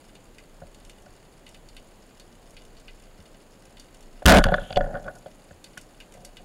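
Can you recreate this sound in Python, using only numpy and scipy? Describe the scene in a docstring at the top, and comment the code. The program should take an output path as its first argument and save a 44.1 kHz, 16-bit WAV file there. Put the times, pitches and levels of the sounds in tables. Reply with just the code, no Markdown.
"""A band-powered speargun fired under water, heard from a microphone in a housing on its barrel.
Over the dull wash of the sea, shrimp snap all around while the gun rocks and knocks lightly. At 4.26 s
it fires: the recoil overloads the microphone and the rubbers drive the shaft rattling down its track.
The line whizzes out and jerks taut at 4.77 s. The slack rubbers and their wishbones rub and knock on
the gun, then settle as the wake fizzes away under the shrimp."""
import sys
import numpy as np
from scipy import signal
from scipy.fft import rfft, irfft, next_fast_len
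from scipy.io import wavfile
from scipy.ndimage import uniform_filter1d

SR = 44100
rng = np.random.default_rng(int(sys.argv[2]) if len(sys.argv) > 2 else 0)


def master(y):
    """Save y as 16-bit WAV."""
    cut = np.clip(np.atleast_2d(y).T, -1, 1)
    pcm = np.round(cut * 32767)  # scale
    wavfile.write(sys.argv[1], SR, pcm.astype(np.int16))


N = 284004
FIRE_S, STROKE_S = 4.258, .13   # the trigger lets go; time the shaft takes to clear the track
SHAFT_GONE_S = FIRE_S + STROKE_S


def from_db(db):
    """Decibels to gain."""
    return 10 ** (np.asarray(db) / 20)


def unit_rms(x):
    """Scale to unit power."""
    return x / np.sqrt(np.mean(x ** 2) + 1e-20)


def steady(x, window_s):
    """Ride out the slow swells of a vibration, holding it at unit power."""
    return x / np.sqrt(np.abs(uniform_filter1d(x * x, max(int(window_s * SR), 8))) + 1e-12)


def add(track, start_s, sound):
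    """Mix a sound into a track at a time."""
    start = int(start_s * SR)
    track[start:start + len(sound)] += sound[:N - start]


def envelope(start_s, attack_s, hold_s, release_s, sag_db_per_s=0):
    """Rise 60 dB per attack time up to the start, hold with a sag, then fall 60 dB per release time."""
    t = np.arange(N) / SR - start_s
    attack_db = 60 * np.minimum(t, 0) / attack_s
    sag_db = sag_db_per_s * np.clip(t, 0, hold_s)
    release_db = 60 * np.maximum(t - hold_s, 0) / release_s
    return from_db(np.maximum(attack_db - sag_db - release_db, -200))


def shaped_noise(spectrum):
    """Steady unit-power noise with a given EQ curve."""
    hz, db = np.transpose(spectrum)
    size = next_fast_len(N)
    bin_hz = np.maximum(np.arange(size // 2 + 1) * SR / size, 1)
    colour = from_db(np.interp(np.log(bin_hz), np.log(hz), db))
    return unit_rms(irfft(rfft(rng.standard_normal(size)) * colour, size)[:N])


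def grains(per_s, spread_db):
    """Random clicks of uneven size."""
    sizes = from_db(spread_db * np.minimum(rng.exponential(1, N), 4)) * rng.choice([-1, 1], N)
    return sizes * (rng.random(N) < per_s / SR)


def resonate(x, modes):
    """Parallel resonances, with the skirts outside the group trimmed steeply."""
    out = 0
    for k, (hz, width_hz, db) in enumerate(modes):
        radius = np.exp(-np.pi * width_hz / SR)
        poles = [1, -2 * radius * np.cos(2 * np.pi * hz / SR), radius ** 2]
        ringing = (1 - radius ** 2) / 2 * signal.lfilter([1, 0, -1], poles, x + 1e-18)
        out = out + (-1) ** k * from_db(db) * ringing
    edges_hz = [modes[0][0] * .46, min(modes[-1][0] * 1.217, .45 * SR)]
    return signal.sosfilt(signal.butter(3, edges_hz, "band", fs=SR, output="sos"), out)


def hit(modes, contact_s, scatter_db, scatter_t60, strike_db=-10):
    """A strike, a rough contact and a dying scatter of echoes ring the modes; unit power over 20 ms."""
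    t = np.arange(SR // 7) / SR
    contact = t / contact_s * np.exp(1 - t / contact_s)
    scatter = from_db(scatter_db - 60 * t / scatter_t60)
    force = rng.standard_normal(len(t)) * (contact + scatter)
    force[0] += from_db(strike_db) * np.sqrt(np.sum(force ** 2))
    sound = resonate(force, modes)
    return sound / np.sqrt(np.mean(sound[:SR // 50] ** 2))


# EQ curve of the open sea: (frequency [Hz], relative level [dB])
SEA_SPECTRUM = [(29, -25), (50, -7), (81, -7), (204, -5), (476, -8.5), (547, -7.5), (1050, -16.5),
                (1880, -23), (2000, -34), (2600, -41), (4400, -120)]


def sea():
    """The dull wash of open water."""
    return from_db(-54.5) * shaped_noise(SEA_SPECTRUM)


# EQ curve of the far shrimp bed: (frequency [Hz], relative level [dB])
FRYING_SPECTRUM = [(1200, -7.5), (2000, -0.5), (2950, 0), (3900, -4.5), (4500, -3), (5800, -11.5),
                   (6900, -0.5), (8200, -10), (9300, -6), (10100, -12), (10900, -5), (11800, -13.5),
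                   (15700, -14.5), (16400, -56)]
# the housing's mid and top modes, rung by snaps in the water: (pitch [Hz], width [Hz], gain [dB])
BODY_MODES = [(1555, 74, -2.5), (2022, 63, -1.5), (2475, 250, -6), (2933, 126, -2), (3627, 234, -6),
              (4350, 74, -3), (4690, 130, -3.5)]
SIZZLE_MODES = [(5380, 410, -1.5), (6920, 1000, -0.5), (9040, 740, -1), (10020, 940, -3.5),
                (12200, 3300, -13)]
# the colony, a nearer and a farther layer: (rate [snaps/s], size spread [dB], body [dB], sizzle [dB])
COLONY_LAYERS = [(8.96, 1.5, -75.5, -76), (70.3, .3, -70, -70.5)]
# foreground snaps, levels before trim: (time [s], body [dB], sizzle [dB], cavity pitch [Hz])
CLOSE_SNAPS = [(0.154, -47.5, -56, 2920), (0.383, -42.5, -51.5, 2120), (0.7458, -50.5, -51, 4410),
               (0.849, -51, -49.5, 2920), (0.8958, -43, -47.5, 3040), (1.021, -65, -55, 3050),
               (1.465, -42, -56, 2800), (1.49, -55, -48.5, 3860), (1.5447, -43.5, -51.5, 2750),
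               (1.687, -47, -51, 4380), (1.7657, -40, -50, 2980), (2.1976, -44.5, -48.5, 4400),
               (2.5062, -60, -51, 3000), (2.5666, -41.5, -55, 3140), (2.6507, -54, -52.5, 2880),
               (2.7676, -49.5, -62, 4300), (2.798, -58, -54, 4340), (2.8807, -39, -67, 2440),
               (3.0223, -55, -56, 2590), (3.255, -49.5, -61, 3400), (3.6534, -54.5, -51.5, 2760),
               (3.769, -45, -58, 2960), (3.7966, -42.5, -44.5, 4660), (3.945, -52, -50.5, 3030),
               (4.0066, -58, -52, 3040), (4.0264, -55, -54, 4400), (5.1527, -59, -51, 4460),
               (5.6418, -40, -43.5, 3550), (5.7752, -39, -39, 2880), (5.812, -57, -47, 4400),
               (6.002, -38.5, -49, 2480), (6.122, -55, -50.5, 2720), (6.139, -50.5, -49, 2400),
               (6.2487, -44.5, -38.5, 4470), (6.3686, -39.5, -51, 2920)]


def shrimp():
    """Each snap is a collapsing cavity and its scatter off rocks and surface; far ones merge to frying."""
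    out = from_db(-63) * shaped_noise(FRYING_SPECTRUM)
    for per_s, spread_db, body_db, sizzle_db in COLONY_LAYERS:
        snaps = grains(per_s, spread_db)
        body_clicks = snaps * rng.random(N)
        body_ring = hit(BODY_MODES, contact_s=.001, scatter_db=-10, scatter_t60=.08)
        body = signal.fftconvolve(body_clicks, body_ring)[:N]
        sizzle = np.zeros(N)
        for hz, width_hz, db in SIZZLE_MODES:
            clicks = snaps * rng.random(N) ** 2   # every snap has its own colour
            ring = hit([(hz, width_hz, db)], contact_s=.0011, scatter_db=-11, scatter_t60=.066)
            sizzle += from_db(db) * signal.oaconvolve(clicks, ring)[:N]
        out += from_db(body_db) * unit_rms(body) + from_db(sizzle_db) * unit_rms(sizzle)
    for time_s, body_db, sizzle_db, cavity_hz in CLOSE_SNAPS:
        # modes lose 11 dB per octave of distance from the cavity's pitch
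        modes = [(hz, width, db - 11 * abs(np.log2(hz / cavity_hz))) for hz, width, db in BODY_MODES]
        body = hit(modes, contact_s=.00052, scatter_db=2.5, scatter_t60=.11)
        sizzle = hit(SIZZLE_MODES, contact_s=.0015, scatter_db=-5, scatter_t60=.14)
        crack = hit(BODY_MODES + SIZZLE_MODES, contact_s=.00018, scatter_db=-18, scatter_t60=.036)
        add(out, time_s, from_db(body_db - 9) * body)
        add(out, time_s, from_db(sizzle_db - 9.5) * sizzle + from_db(sizzle_db - 15) * crack)
    return out


# fader curve of the gun's slow rocking: (time [s], level [dB])
SWAY_CURVE = [(0, -58), (.8, -50), (1.3, -59), (1.75, -49.5), (2.05, -58), (2.85, -48.5), (3.6, -58),
              (4.16, -47), (5.55, -59), (6.301, -52)]
# jolts that swing the gun and flail the rubbers, as the shaft leaves and as the line jerks taut:
# (time [s], sway [dB], eddies [dB], rubbing [dB], rasp [dB], t60 [s])
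GUN_JOLTS = [(4.448, -23.5, -29, -26, -32, 0.59), (4.773, -33.5, -33, -27.5, -44.5, 0.77)]
JOLT_ATTACK_S = .058


def sway():
    """The gun rocks in the water: a sub rumble that swells with each jolt."""
    level = from_db(np.interp(np.arange(N) / SR, *np.transpose(SWAY_CURVE)))
    for time_s, sway_db, *_, t60 in GUN_JOLTS:
        level += from_db(sway_db) * envelope(time_s, JOLT_ATTACK_S, 0, t60)
    rumble = resonate(rng.standard_normal(N), [(28.25, 8.9, 0)])
    return level * steady(rumble, window_s=.2)


# the gun's modes in four bands, low to high: (pitch [Hz], width [Hz], gain [dB])
THUMP_MODES = [(81, 11.4, -10), (176.4, 35, -10)]
KNOCK_MODES = [(565.2, 51, -0.5), (632, 40, -5), (721.6, 40.5, -2.5)]
CLACK_MODES = [(1110, 113, -14), (1462.5, 78, -1.5), (1579, 102, -7.5), (1705, 112, -7)]
RING_MODES = [(2934, 370, 1.5), (3193, 56, -1), (3353, 142, 4.5), (3510, 290, -10), (4390, 230, -8.5),
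              (4820, 200, -9)]
# hits on the gun, levels before trim: (time [s], thump [dB], knock [dB], clack [dB], ring [dB])
GUN_HITS = [(0.618, -42.5, -41, -50, -75), (0.631, -52, -48, -66, -75), (1.062, -54, -48.5, -52.5, -74),
            (3.189, -44, -68, -65, -79), (4.221, -54, -36.5, -46, -59), (4.453, -21, -27, -23.5, -42),
            (4.466, -40, -23, -26, -39), (4.486, -36, -24, -29, -38.5), (4.52, -21.5, -18, -30, -52),
            (4.5405, -32, -20.5, -14.5, -30), (4.581, -53, -29, -26, -57), (4.615, -41, -38, -51, -50),
            (4.705, -38, -32.5, -45, -40.5), (4.726, -43, -41, -42, -35.5), (4.759, -32, -28, -56, -27.5),
            (4.7694, -26, -14, -30, -25.5), (4.808, -34, -25.5, -27.5, -45.5), (4.842, -44, -44, -39, -59),
            (4.86, -56, -54, -40, -62), (4.951, -39, -52, -38, -55), (4.97, -50, -36, -43, -57),
            (5.043, -45, -47, -50, -56), (5.08, -55, -36, -30, -56), (5.26, -46.5, -36.5, -50, -55),
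            (5.508, -44.5, -47, -49.5, -62), (5.773, -47.5, -51.5, -35.5, -55)]


def knocks():
    """Soft rubber rings the low modes of the gun, steel the high ones."""
    out = np.zeros(N)
    for time_s, thump_db, knock_db, clack_db, ring_db in GUN_HITS:
        thump = hit(THUMP_MODES, contact_s=.0023, scatter_db=-6, scatter_t60=.092, strike_db=3)
        knock = hit(KNOCK_MODES, contact_s=.0018, scatter_db=-4, scatter_t60=.15, strike_db=4)
        clack = hit(CLACK_MODES, contact_s=.0007, scatter_db=-23, scatter_t60=.067, strike_db=-1)
        ring = hit(RING_MODES, contact_s=.0012, scatter_db=-24, scatter_t60=.05, strike_db=-19)
        add(out, time_s, from_db(thump_db - 3.5) * thump + from_db(knock_db - 3) * knock)
        add(out, time_s, from_db(clack_db - 6.5) * clack + from_db(ring_db - 6) * ring)
    return out


# kicks that swing and flex the whole gun: (time [s], pitch [Hz], level [dB], t60 [s])
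RECOIL_KICKS = [(4.2584, 28.4, -7.5, 0.33), (4.2563, 68.1, 9.5, 0.16), (4.290, 182, 6, 0.22),
                (4.398, 28.2, -13, 0.31), (4.765, 26.6, -17.5, 0.49), (4.77, 77, -34, 0.24)]


def recoil():
    """Each kick starts a low, damped swing; the first ones are strong enough to overload the input."""
    out, t = np.zeros(N), np.arange(SR) / SR
    for time_s, hz, level_db, t60 in RECOIL_KICKS:
        add(out, time_s, from_db(level_db - 60 * t / t60) * np.sin(2 * np.pi * hz * t))
    return out


# boom of water churned by the rubbers: (pitch [Hz], width [Hz], gain [dB])
SURGE_MODES = [(44.1, 47, 0), (104.2, 36, -5.5), (177.3, 49, 2)]


def surge():
    """The rubbers churn the water around the housing, weaker as they shorten."""
    level = from_db(4) * envelope(FIRE_S, .0056, STROKE_S, .07, sag_db_per_s=96)
    return level * steady(resonate(rng.standard_normal(N), SURGE_MODES), window_s=.0172)


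def pitch_drop(x, start_s, from_ratio, glide_s):
    """Read a vibration fast at first, so that its pitch sinks to its own value."""
    t = np.maximum(np.arange(N) / SR - start_s, 0)
    ahead_s = (from_ratio - 1) * glide_s * (1 - np.exp(-t / glide_s))
    return np.interp(np.arange(N) + ahead_s * SR, np.arange(N), x)


# hardest slams of shaft and wishbones on the track, before trim: (time [s], force [dB], ring offset [dB])
TRACK_SLAMS = [(4.2572, 6, 0), (4.2604, 9, 1), (4.2707, 1, -6), (4.2816, 12.5, -12), (4.2922, 7, -4),
               (4.2993, 5.5, -8.5), (4.32, 3, -10), (4.348, -9, -4), (4.37, -12, 2.5), (4.385, -10.5, -3),
               (4.4399, -12, -3)]


def shaft():
    """The shaft grinds, bounces and slams along its track; friction fades as the rubbers shorten."""
    slide_s = 4.28
    friction = from_db(3.5) * envelope(slide_s, .032, SHAFT_GONE_S - slide_s, .047, sag_db_per_s=104)
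    slips = grains(per_s=2700, spread_db=2.5)
    grind = from_db(-6) * steady(resonate(slips, KNOCK_MODES), window_s=.0052)
    grind += from_db(-13) * steady(resonate(slips, CLACK_MODES), window_s=.012)
    # the track's main resonance sinks as the rubbers slacken
    groan = steady(resonate(slips, [(564.6, 44, 0)]), window_s=.011)
    groan = pitch_drop(groan, slide_s, from_ratio=1.3, glide_s=.045)
    bounces = grains(per_s=280, spread_db=.5)
    rattle = unit_rms(resonate(bounces, CLACK_MODES))
    rattle += from_db(-7) * unit_rms(resonate(bounces, RING_MODES))
    rattle += from_db(-10.5) * unit_rms(resonate(bounces, SIZZLE_MODES))
    out = friction * (grind + from_db(-2) * groan + from_db(-15.5) * rattle)
    for time_s, force_db, ring_db in TRACK_SLAMS:
        clack = hit(CLACK_MODES, contact_s=.00034, scatter_db=-32, scatter_t60=.048, strike_db=-1.5)
        ring = hit(RING_MODES, contact_s=.00056, scatter_db=-21, scatter_t60=.031)
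        sizzle = hit(SIZZLE_MODES, contact_s=.0011, scatter_db=-19, scatter_t60=.036)
        metal = from_db(ring_db - 12.5) * ring + from_db(ring_db - 22.5) * sizzle
        add(out, time_s, from_db(force_db) * (from_db(-11.5) * clack + metal))
    return out


# whizz and hiss of the running line: (pitch [Hz], width [Hz], gain [dB])
WHIZZ_MODES = [(3300, 250, -7), (3310, 480, 17)]
HISS_MODES = [(6800, 920, 1.5), (9150, 530, 0), (10900, 700, 1)]


def line():
    """The line runs out with a hiss and a whizz that sinks as the water slows it; its wake fizzes on."""
    running = envelope(SHAFT_GONE_S, attack_s=.03, hold_s=.32, release_s=.43, sag_db_per_s=5)
    slowing_from_s, slowing_per_s = 4.58, .65
    speed = np.clip(1 - slowing_per_s * (np.arange(N) / SR - slowing_from_s), .7, 1)
    fibres = unit_rms(resonate(grains(per_s=2200, spread_db=.5), WHIZZ_MODES))
    whizz = from_db(-51) * np.interp(np.cumsum(speed), np.arange(N), fibres)
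    hiss = from_db(-62.5) * unit_rms(resonate(grains(per_s=900, spread_db=3.5), HISS_MODES))
    bubbles = sum(resonate(grains(per_s=54, spread_db=2.5), [mode]) for mode in HISS_MODES)
    wake = from_db(-61.5) * envelope(SHAFT_GONE_S, attack_s=.03, hold_s=0, release_s=6.5)
    return running * (whizz + hiss) + wake * unit_rms(bubbles)


# a rubber slides over the barrel: (time [s], length [s], rubbing [dB], rasp [dB])
RUBBER_SLIDES = [(4.39, .026, -26, -31.5), (4.935, 0.04, -36.5, -41.5), (5.064, .034, -40, -46),
                 (5.148, .02, -56, -57.5), (6.152, .14, -53, -73), (6.396, .04, -55.5, -76)]


def slack_rubbers():
    """With each jolt or slide the rubbers stick and slip on the barrel and eddies buffet the housing."""
    eddies, rubbing, rasp = np.zeros((3, N))
    for time_s, _, eddies_db, rubbing_db, rasp_db, t60 in GUN_JOLTS:
        settling = envelope(time_s, JOLT_ATTACK_S, 0, t60)
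        eddies += from_db(eddies_db) * settling
        rubbing += from_db(rubbing_db) * settling
        rasp += from_db(rasp_db) * settling
    for time_s, length_s, rubbing_db, rasp_db in RUBBER_SLIDES:
        sliding = envelope(time_s, attack_s=.034, hold_s=length_s, release_s=.061)
        eddies += from_db(rubbing_db - 6) * sliding
        rubbing += from_db(rubbing_db) * sliding
        rasp += from_db(rasp_db) * sliding
    slips = grains(per_s=500, spread_db=3.5)
    buffeting = resonate(rng.standard_normal(N), [(85, 31, -3), (184, 240, 1.5)])
    return (eddies * steady(buffeting, window_s=.056)
            + rubbing * steady(resonate(slips, KNOCK_MODES), window_s=.036)
            + rasp * steady(resonate(slips, CLACK_MODES), window_s=.066))


def scene():
    """Everything reaches one microphone through the housing."""
    mix = sea() + shrimp() + sway() + knocks() + recoil() + surge() + shaft() + line() + slack_rubbers()
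    return mix[None, :]


def record(dry):
    """The input overloads to flat tops, then the treble is cut."""
    ceiling, cutoff_hz = .33, 16200
    oversampled = signal.resample_poly(dry, 4, 1, axis=-1)
    overloaded = signal.resample_poly(np.clip(oversampled, -ceiling, ceiling), 1, 4, axis=-1)
    return signal.sosfilt(signal.ellip(10, .1, 80, cutoff_hz, fs=SR, output="sos"), overloaded)


dry = scene()
out = record(dry)
master(out)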